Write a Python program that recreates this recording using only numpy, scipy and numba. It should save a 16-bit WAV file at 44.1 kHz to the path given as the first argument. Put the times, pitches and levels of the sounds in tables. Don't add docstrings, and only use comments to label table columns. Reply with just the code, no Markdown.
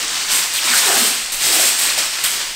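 import sys
import numpy as np
from scipy import signal
from scipy.fft import rfft, irfft
from scipy.io import wavfile
from scipy.ndimage import uniform_filter1d, map_coordinates
from numba import njit

SR = 44100
rng = np.random.default_rng(int(sys.argv[2]) if len(sys.argv) > 2 else 0)


def materialize(psi):
    bounded = np.clip(np.atleast_2d(psi).T, -1, 1)
    quanta = np.round(bounded * 32767).astype(np.int16)
    wavfile.write(sys.argv[1], SR, quanta)


def attenuation_scalar(level_db):
    decades = np.asarray(level_db, float) / 20
    return 10 ** decades


N = 112454


def level(x, db):
    return x * attenuation_scalar(db) / np.sqrt(np.mean(x ** 2))


def colour_db(hz, table):
    table_hz, table_db = np.array(table).T
    return np.interp(np.log(hz), np.log(table_hz), table_db)


def fridge_hum(t):
    # f/Hz, level/dB
    hum = [(27.5, -57.5), (139, -62)]
    return sum(attenuation_scalar(db) * np.sqrt(2) * np.sin(2 * np.pi * hz * t) for hz, db in hum)


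def room_air(t):
    # f/Hz, level per Hz/dB
    air_spectrum = [(8, -8), (20, 5), (35, -4), (70, -14), (150, -9), (400, -30), (2000, -19.5)]
    draught_s, draught_db, rise_s, settle_s = 1.1, 7, 0.03, 0.93
    hz = np.fft.rfftfreq(N, 1 / SR) + 1
    air = rfft(rng.standard_normal(N)) * attenuation_scalar(colour_db(hz, air_spectrum)) * (hz > 8)
    since = t - draught_s
    stir = attenuation_scalar(draught_db * np.clip(since / rise_s, 0, 1) * np.exp(-np.clip(since, 0, 9) / settle_s))
    draught = irfft(air * (hz < 40), N) * stir
    rumble = irfft(air * (hz >= 40), N)
    return level(draught + rumble, -42)


def echoes():
    # f/Hz, T60/s
    room_t60 = [(200, .4), (2000, 1), (6000, 1), (14000, 0.48)]
    first_echo_s = 0.004
    t = np.arange(SR // 2) / SR
    hz = np.fft.rfftfreq(len(t), 1 / SR) + 1
    tail = 0
    for centre in 125 * 2. ** np.arange(8):
        share = np.clip(1 - abs(np.log2(hz / centre)), 0, 1) ** .5
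        band = irfft(rfft(rng.standard_normal(len(t))) * share, len(t))
        t60 = max(colour_db(centre, room_t60), .05)
        fade = attenuation_scalar(-60 * t / t60) * (t > first_echo_s)
        tail = tail + band * fade / np.sqrt(np.sum(fade ** 2))
    return tail


def kitchen_echo(x, count=30):
    place = np.arange(N) / N * (count - 1)
    wet = np.zeros(N)
    for k in range(count):
        moment = x * np.clip(1 - abs(place - k), 0, 1) ** .5
        wet += signal.fftconvolve(moment, echoes())[:N]
    return wet


@njit
def ring(start, hz, cycles, size, n, sr):
    out = np.zeros(n)
    for k in range(len(start)):
        length = cycles[k] * sr / hz[k]
        phasor = size[k] + 0j
        turn = np.exp(2j * np.pi * hz[k] / sr - 4 / length)
        rest, rest_decay = 1., np.exp(-20 / length)
        for i in range(start[k], min(n, start[k] + int(length) + 1)):
            out[i] += phasor.imag * (1 - rest)
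            phasor *= turn
            rest *= rest_decay
    return out


def walk(rate):
    hold = int(SR / rate)
    steps = np.repeat(rng.standard_normal(N // hold + 1), hold)
    return 1.2 * uniform_filter1d(steps, hold)[:N]


def creases(envelope, table, count, cycles, spread_db, patchy_db, colour_patchy_db=0.82):
    when, pitch, long, big, way = rng.random((count, 5)).T
    lo, hi = table[0][0], min(table[-1][0], .45 * SR)
    hz = lo + (hi - lo) * pitch ** 2
    turns = cycles * (.5 + 2 * long ** 2)
    size = np.sqrt(hz * pitch / turns)
    size = size * attenuation_scalar(colour_db(hz, table) - spread_db * np.log(1 - big)) * np.sign(way - .5)
    start = (when * N).astype(np.int64)
    patches = np.array([walk(14) for _ in range(8)])
    colour_patch = map_coordinates(patches, [7 * pitch, start], order=1)
    flurry = attenuation_scalar(patchy_db * walk(39.96)[start] + colour_patchy_db * colour_patch)
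    rms = np.sqrt(np.sum(size ** 2 * turns * SR / hz) / 25 / N)
    return ring(start, hz, turns, size * envelope[start] * flurry / rms, N, SR)


def rustle(t):
    # t/s, rustle level/dB
    motion = [(0.0, -26), (0.35, -19.5), (0.51, -26.5), (0.69, -16), (1.06, -14), (1.18, -30), (1.4, -26),
              (1.45, -17.5), (1.69, -15.5), (1.79, -27), (1.82, -17), (1.94, -25.5), (1.99, -18.5),
              (2.11, -30), (2.14, -23), (2.23, -27), (2.24, -23), (2.55, -27.5)]
    # f/Hz, level per Hz/dB
    rustle_spectrum = [(150, -35), (400, -44), (1000, -3), (2500, 1), (5000, 1.5), (7000, -11), (9000, -30),
                       (16000, -12)]
    envelope = attenuation_scalar(np.interp(t, *np.array(motion).T) - 1.5)
    return creases(envelope, rustle_spectrum, count=50000, cycles=5.63, spread_db=1.5, patchy_db=1.57)


def wobbles(count=90):
    # t/s, length/s, level/dB, first f/Hz, last f/Hz
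    panels = [(0.001, 0.054, -43, 370, 350), (0.34, 0.13, -40, 910, 1090),
              (0.541, 0.064, -27.5, 3540, 3200), (.64, .09, -39, 320, 272), (0.643, 0.056, -32, 1200, 1060),
              (0.652, 0.086, -28, 2600, 2180), (0.683, .13, -24.5, 4120, 4600),
              (0.705, .08, -21, 1980, 1300), (0.788, 0.2, -24, 874, 734), (0.825, 0.19, -23.5, 1560, 1290),
              (.84, 0.13, -27, 430, 403), (0.926, 0.2, -48, 140, 108), (0.941, .14, -30.5, 272, 221),
              (.97, 0.094, -32, 610, 373), (1.429, 0.24, -31.5, 830, 615), (1.458, .24, -33, 400, 299),
              (1.496, .22, -28, 5300, 4900), (1.799, 0.06, -32.5, 8300, 8500), (1.84, .07, -35.5, 800, 600),
              (1.969, 0.028, -29, 640, 601), (1.977, 0.028, -31, 3080, 3000), (2.015, 0.035, -64, 680, 500),
              (2.238, 0.041, -33, 1480, 1190), (2.243, .05, -35, 2900, 2656)]
    pitch_spread, cycles = 0.21, 11.3
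    out = np.zeros((4, 0))
    for s, length, db, first_hz, last_hz in panels:
        when, pitch, big, way = rng.random((count, 4)).T
        slide_hz = first_hz * (last_hz / first_hz) ** when
        hz = slide_hz * np.exp(pitch_spread * (2 * pitch - 1))
        swell = np.sin(np.pi * when)
        size = attenuation_scalar(db - 2.86 * np.log(1 - big)) * np.sqrt(swell * hz * length / count / cycles * 20)
        pops = [(s + when * length) * SR, hz, np.full(count, cycles), size * np.sign(way - .5)]
        out = np.hstack([out, pops])
    start, hz, turns, size = out
    return ring(start.astype(np.int64), hz, turns, size, N, SR)


def crackle(t):
    # t/s, rise/s, hold/s, level/dB
    tugs = [(0, 0.0017, 0.011, -30.5), (.08, .04, 0.23, -39.5), (0.283, 0.058, 0.054, -19.5),
            (.533, .004, 0.038, -24.5), (0.628, 0.037, 0.24, -23), (0.73, .02, 0.055, -17),
            (0.839, 0.022, .1, -19.5), (0.961, 0.025, 0.089, -17), (1.319, 0.0018, 0.02, -23.5),
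            (1.384, 0.079, 0.091, -19.5), (1.507, 0.038, 0.14, -15), (1.783, 0.0065, 0.059, -21.5),
            (1.857, .01, 0.027, -28), (1.973, 0.0058, 0.014, -23), (2.027, 0.0091, 0.02, -32),
            (2.105, 0.015, 0.12, -35), (2.234, 0.0067, 0.019, -20), (2.29, 0.014, 0.072, -33.5),
            (2.42, 0.009, 0.022, -43)]
    # f/Hz, level per Hz/dB
    crackle_spectrum = [(700, -38), (2000, 3.5), (4000, 4), (6000, -2.5), (8400, -1.5), (10000, -26.5),
                        (13000, 7), (16000, -15)]
    release_db_per_s = 269
    power = np.zeros(N)
    for s, rise, hold, db in tugs:
        attack = np.clip((t - s) / max(rise, 1e-3), 0, 1)
        release_db = release_db_per_s * np.clip(t - s - rise - hold, 0, 1)
        power += (attenuation_scalar(db - release_db) * attack) ** 2
    return creases(np.sqrt(power), crackle_spectrum, count=90000, cycles=4.5, spread_db=1.5, patchy_db=1.03)


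def scene():
    t = np.arange(N) / SR
    foil = crackle(t) + rustle(t) + wobbles()
    foil = signal.sosfilt(signal.butter(N=2, Wn=190, btype="high", fs=SR, output="sos"), foil)
    mix = foil + attenuation_scalar(-4.5) * kitchen_echo(foil) + fridge_hum(t) + room_air(t)
    return mix[None]


@njit
def follow(x, grab, let_go):
    e, out = 1e-2, np.empty(len(x))
    for i in range(len(x)):
        e += (abs(x[i]) - e) * (grab if abs(x[i]) > e else let_go)
        out[i] = e
    return out


def microphone(x):
    port_hz, port_width_hz, port_db = 8370, 1480, 12
    return x + attenuation_scalar(port_db) * signal.lfilter(*signal.iirpeak(port_hz, port_hz / port_width_hz, fs=SR), x)


def limiter(x):
    limit_db, ratio, grab_s, let_go_s, clip = -11, 2.37, 0.003, 0.093, 0.77
    envelope = follow(x, 1 / (grab_s * SR), 1 / (let_go_s * SR))
    x = x * np.minimum(attenuation_scalar(limit_db) / envelope, 1) ** (1 - 1 / ratio)
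    return clip * np.tanh(x / clip)


def top_cut(x):
    return signal.sosfilt(signal.butter(12, 16880, fs=SR, output="sos"), x)


def record(dry):
    x = limiter(microphone(dry[0]))
    x = signal.sosfilt(signal.ellip(10, .3, 75, 15700, fs=SR, output="sos"), x)
    return top_cut(x[None])


dry = scene()
out = record(dry)
materialize(out)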